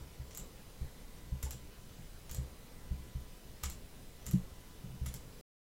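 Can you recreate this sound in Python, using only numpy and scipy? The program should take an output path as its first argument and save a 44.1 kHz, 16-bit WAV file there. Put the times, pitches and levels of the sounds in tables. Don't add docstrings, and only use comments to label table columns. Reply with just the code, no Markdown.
import sys
import numpy as np
from scipy import signal
from scipy.fft import rfft, irfft
from scipy.io import wavfile
from scipy.ndimage import uniform_filter1d

SR = 44100
rng = np.random.default_rng(int(sys.argv[2]) if len(sys.argv) > 2 else 0)


def natural_amplitude(level_db):
    exponent = np.asarray(level_db, float) / 20
    return 10 ** exponent


def store_wav(level_fs):
    pcm = np.round(np.clip(np.atleast_2d(level_fs), -1, 1) * 32767)
    wavfile.write(sys.argv[1], SR, pcm.T.astype(np.int16))


N = 247489

# [f/Hz, level/dB per Hz]
HISS_COLOUR = [(8.8, -23.5), (17, 0), (30, -3.5), (49, -11.5), (150, -15), (1020, -33), (3500, -35),
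               (15600, -40.5)]
# [f/Hz, level/dB]
WHINE_TONES = [(1000, -79.5), (2000, -81), (3000, -82), (3666, -85.5), (4000, -82.5), (5000, -84),
               (6000, -86.5), (9000, -87.5), (10000, -88.5), (11000, -85.5), (12000, -88.5), (13000, -85.5),
               (14000, -88.5), (15000, -84.5)]
# [t/s, level/dB]
PALM_RUB = [(0.0, -64), (0.1, -73), (0.25, -67), (0.41, -59.5), (0.6, -70), (0.72, -62.5), (1.3, -69),
            (1.47, -59), (1.6, -67.5), (2.2, -72), (2.38, -58.5), (2.6, -65.5), (3.4, -71.5), (3.64, -65.5),
            (4.1, -71), (4.4, -59.5), (4.6, -67.5), (5.2, -64)]
# [f/Hz, width/Hz, level/dB]
RUB_RINGS = [(260, 110, 4.5), (449, 170, 9), (666, 280, -5.5), (876, 470, -6)]
# [t/s, board level/dB, second mode/dB, third mode/dB, stand sway/dB]
DOWN_BUMPS = [(0.811, -34, -40.5, -51.5, -35.5), (1.319, -33, -35.5, -45.5, -35),
              (1.98, -67, -44.5, -51.5, -60), (2.38, -30, -32.5, -48, -41),
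              (2.908, -32.5, -38.5, -44.5, -31), (3.635, -35.5, -67, -55, -62),
              (4.267, -39, -52, -47, -57.5), (4.33, -38.5, -23.5, -22, -37.5),
              (4.833, -59, -40, -42.5, -43), (4.929, -46, -47, -46.5, -60), (5.013, -32, -37, -50, -40)]
# [t/s, board/dB, second/dB, third/dB, sway/dB]
UP_BUMPS = [(0.007, -45, -54, -64, -65), (0.196, -41, -46, -64, -44), (0.384, -61, -51.5, -51, -53),
            (0.414, -52, -64, -52, -60), (0.844, -65, -46.5, -72, -42), (0.856, -48, -65, -73, -46),
            (1.435, -33, -44, -57, -67), (1.538, -55, -45.5, -58, -59), (2.309, -44, -54, -53, -52),
            (2.349, -43, -51, -62, -59), (2.99, -56.5, -56, -55, -52), (3.15, -37, -39.5, -54, -40),
            (3.654, -37, -54.5, -52.5, -57), (3.709, -50, -53, -66, -47), (4.279, -48.5, -45.5, -46, -56.5),
            (4.871, -51, -48, -49.5, -55), (4.901, -57, -49, -55, -58), (5.064, -42, -42.5, -50, -56),
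            (5.139, -51.5, -48, -52, -63)]
# [f/Hz, time to fall 60 dB/s, rise/s]
DESK_MODES = [(66.3, 0.33, .002), (128.7, 0.17, 0.0048), (183.4, 0.14, 0.01), (305, 0.072, 0.0052),
              (31.4, 0.067, .004)]
# [delay/s, polarity]
DESK_TRAVEL = [(0, 1), (.003, 1), (.006, 1), (.004, 1), (.005, -1)]
# [t/s, leaf rattle level/dB, shell level/dB]
FINGER_TOUCHES = [
    (0.309, -66, -54),
    (1.426, -58, -49.5),
    (1.467, -61, -58),
    (2.2943, -59, -50.5),
    (3.632, -58, -48),
    (4.2581, -58, -54.5),
    (4.334, -61.5, -56.5),
    (5.0592, -57, -47),
]
# [t/s, switch ring/dB, upper ring/dB, top fizz/dB, shell/dB]
SWITCH_SNAPS = [(0.3485, -45.5, -49, -45, -60), (0.374, -41.5, -42, -36.5, -57),
                (1.4287, -43.5, -39.5, -41.5, -50.5), (1.508, -44, -42, -41, -47.5),
                (2.3124, -48, -48, -42, -61), (2.3464, -44, -40.5, -45, -48.5),
                (3.6357, -37.5, -41, -34, -38.5), (3.699, -46.5, -44.5, -40, -51),
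                (4.2651, -42.5, -43, -42.5, -49), (4.3114, -50.5, -39, -44.5, -49.5),
                (5.063, -49, -40, -50, -45.5), (5.1403, -47, -42, -41.5, -50)]
# [f/Hz, width/Hz, level/dB]
RING_GROUPS = [
    [(7200, 920, 3.5), (6740, 920, -10), (7870, 1400, -6)],
    [(11230, 1100, 2.5), (10200, 3800, -6)],
    [(13150, 3000, 2.5), (15700, 3100, -0.5)],
    [(5750, 1800, 6), (4210, 1500, -0.5)],
    [(2946, 1240, -3), (1914, 1300, -5), (1130, 830, -8)],
]
DRIVE_TIMES = [.0014, 0.0012, 0.0014, 0.002, 0.002]
RISE_TIMES = [0.0007, .0002, 0.00016, 0.001, 0.0016]
# [delay/s, level/dB]
REFLECTIONS = [(.0025, -3), (.0066, -2.5), (.0095, -11), (0.023, -7.5)]
# [f/Hz, time to fall 60 dB/s]
ROOM_DECAY = [(700, 0.23), (2600, 0.3), (7000, 0.22), (11000, 0.23), (15000, .15)]
# [f/Hz, level/dB]
ROOM_COLOUR = [(700, -1.5), (6300, 0), (7200, 3), (8200, -0.5), (9500, 0.5), (11300, -8), (13000, -7),
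               (16000, -9)]
# [t/s, f/Hz, time to fall 60 dB/s, level/dB]
FOOT_TICK = (1.463, 880, 0.1, -49)
# [t/s, f/Hz, level/dB]
FINGER_SQUEAK = [
    (4.2, 5960, -95.5),
    (4.215, 6050, -70),
    (4.236, 5970, -73),
    (4.25, 6080, -77.5),
    (4.265, 6100, -82.5),
]


def evened(x):
    return x / np.sqrt(np.mean(x ** 2) + 1e-20)


def read(points, hz):
    f, value = np.transpose(points)
    return np.interp(np.log(hz + 1), np.log(f + 1), value)


def add(mix, s, sound):
    part = mix[round(s * SR):][:len(sound)]
    part += sound[:len(part)]


def resonate(x, hz, width):
    pole = np.exp((2j * np.pi * hz - np.pi * width) / SR)
    return 2 * signal.lfilter([1 - abs(pole)], [1, -pole], x).real


def ring_parts(drive, parts, pitch=1):
    total = 0
    for hz, width, db in parts:
        once = resonate(drive, hz * pitch, width)
        total = total + natural_amplitude(db) * resonate(once, hz * pitch, 2 * width)
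    return total


def even_colour(x):
    z = rfft(x)
    return irfft(z / np.sqrt(uniform_filter1d(abs(z) ** 2, size=5) + 1e-12), len(x))


def hiss(level_db=-51.5, patchy_db=1.3, rumble_db=-1.0, rumble_hz=150):
    frames, hz = N // 512 + 5, np.fft.rfftfreq(2048, 1 / SR)
    real, imaginary, patches = rng.standard_normal((frames, 1025, 3)).T
    patches = evened(uniform_filter1d(uniform_filter1d(patches, 20, 0), 6, 1))
    lumps = evened(uniform_filter1d(rng.standard_normal(frames), 8))
    low = 1 / (1 + (hz / rumble_hz) ** 2)
    colour_db = read(HISS_COLOUR, np.minimum(hz, 15000))[:, None]
    frame_db = colour_db + patchy_db * patches + rumble_db * low[:, None] * lumps
    z = (real + 1j * imaginary) * natural_amplitude(frame_db)
    noise = signal.istft(z, nperseg=2048, noverlap=1536)[1][:N]
    return natural_amplitude(level_db) * evened(noise)


def whine(waver=0.69, waver_hz=0.632):
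    t, out = np.arange(N) / SR, np.zeros(N)
    phases = rng.uniform(0, 2 * np.pi, (len(WHINE_TONES), 2))
    for (hz, db), (tone_phase, waver_phase) in zip(WHINE_TONES, phases):
        swell = 1 + waver * np.sin(2 * np.pi * waver_hz * t + waver_phase)
        out += np.sqrt(2) * natural_amplitude(db) * np.sin(2 * np.pi * hz * t + tone_phase) * swell
    return out


def rub(slips_per_s=2500, spread_db=1.5):
    s, db = np.transpose(PALM_RUB)
    sizes = rng.standard_normal(N) * natural_amplitude(spread_db * rng.exponential(1, N))
    slips = sizes * (rng.random(N) < slips_per_s / SR)
    return natural_amplitude(np.interp(np.arange(N) / SR, s, db)) * evened(ring_parts(slips, RUB_RINGS))


def bumps(gain_db=3.0, fourth_db=-14.5):
    t, out, modes = np.arange(SR // 2) / SR, np.zeros(N), []
    for (hz, t60, rise), (lag, polarity) in zip(DESK_MODES, DESK_TRAVEL):
        u = np.maximum(t - lag, 0)
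        swell = 1 - np.exp(-(u / rise) ** 2)
        mode = swell * natural_amplitude(-60 * u / t60) * np.sin(2 * np.pi * hz * u)
        modes.append(polarity * mode / abs(mode).max())
    for sign, rows in ((-0.65, DOWN_BUMPS), (0.82, UP_BUMPS)):
        for s, board_db, second_db, third_db, sway_db in rows:
            levels_db = (board_db, second_db, third_db, third_db + fourth_db, sway_db)
            bump = sum(natural_amplitude(db + gain_db) * mode for db, mode in zip(levels_db, modes))
            add(out, s, sign * bump)
    return out


def strikes(press_db=-3.5, release_db=-7.5, touch_db=-1.3, touch_switch_db=-1.5, touch_fizz_db=3.5):
    rows = []
    for k, snap in enumerate(SWITCH_SNAPS):
        body_db = release_db if k % 2 else press_db
        rows.append((*snap, snap[-1] + body_db))
    for s, leaf, shell in FINGER_TOUCHES:
        rows.append((s, leaf + touch_switch_db, leaf, leaf + touch_fizz_db, shell, shell + touch_db))
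    return rows


def snaps(gain_db=5.0, press_pitch=1, release_pitch=1.052):
    t, out = np.arange(900) / SR, np.zeros(N)
    for k, (s, *levels_db) in enumerate(strikes()):
        chatter = rng.standard_normal(len(t))
        pitch = release_pitch if k % 2 else press_pitch
        for db, group, last, rise in zip(levels_db, RING_GROUPS, DRIVE_TIMES, RISE_TIMES):
            burst = chatter * (1 - np.exp(-t / rise)) * np.exp(-t / last)
            drive = even_colour(burst) * np.exp(-t / (3 * last))
            ring = ring_parts(drive, group, pitch)
            add(out, s, natural_amplitude(db + gain_db) * ring / abs(ring).max())
    return out


def room(x, tail_db=-1.5, start_s=0.012, scatter_s=0.0016, dull_hz=11000):
    out, t_all = x.copy(), np.arange(N) / SR
    scatter = rng.standard_normal((len(REFLECTIONS), 200)) * np.exp(-np.arange(200) / SR / scatter_s)
    scatter[:, 0] = 5
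    dulled = signal.lfilter(*signal.butter(1, dull_hz, fs=SR), x)
    for (s, db), rough in zip(REFLECTIONS, scatter):
        add(out, s, natural_amplitude(db) * signal.oaconvolve(dulled, rough / np.linalg.norm(rough))[:N])
    taps = rng.choice([-1., 1.], (3, SR // 2)) * (rng.random((3, SR // 2)) < 1 / 8)
    taps[:, :round(start_s * SR)] = 0
    hz, t, z = signal.stft(taps, SR, nperseg=128)
    fade_db = read(ROOM_COLOUR, hz)[:, None] - 60 * t / read(ROOM_DECAY, hz)[:, None]
    tails = signal.istft(z * natural_amplitude(fade_db), SR, nperseg=128)[1]
    for k, tail in enumerate(tails):
        share = np.sqrt(2 / 3) * np.cos(2 * np.pi * (3 * t_all + k / 3))
        out += natural_amplitude(tail_db) * signal.fftconvolve(x * share, tail / np.linalg.norm(tail))[:N]
    return out


def knock(rise_s=0.00087):
    s, hz, t60, db = FOOT_TICK
    t, out = np.arange(6000) / SR, np.zeros(N)
    fade = natural_amplitude(db - 60 * t / t60) * (1 - np.exp(-t / rise_s))
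    add(out, s, fade * np.sin(2 * np.pi * hz * t))
    return out


def squeak():
    s, hz, db = np.transpose(FINGER_SQUEAK)
    t = np.arange(N) / SR
    tone = np.sin(2 * np.pi * np.cumsum(np.interp(t, s, hz)) / SR)
    return natural_amplitude(np.interp(t, s, db, -200, -200)) * tone


def scene():
    electronics = hiss() + whine()
    desk = rub() + bumps() + knock()
    mouse = room(snaps() + squeak())
    return (electronics + desk + mouse)[None]


def band_limit(x):
    return signal.sosfilt(signal.butter(12, 16940, fs=SR, output="sos"), x)


def record(dry, edge_hz=15950, leak_db=-32.5, cut_s=5.4125, fade_s=0.0019):
    lowpass = signal.firwin(511, edge_hz, window=("kaiser", 5), fs=SR)
    limited = signal.oaconvolve(dry, lowpass[None], "same")
    limited += natural_amplitude(leak_db) * dry
    gate = np.clip((cut_s - np.arange(N) / SR) / fade_s, 0, 1)
    return band_limit(limited * gate)


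dry = scene()
out = record(dry)
store_wav(out)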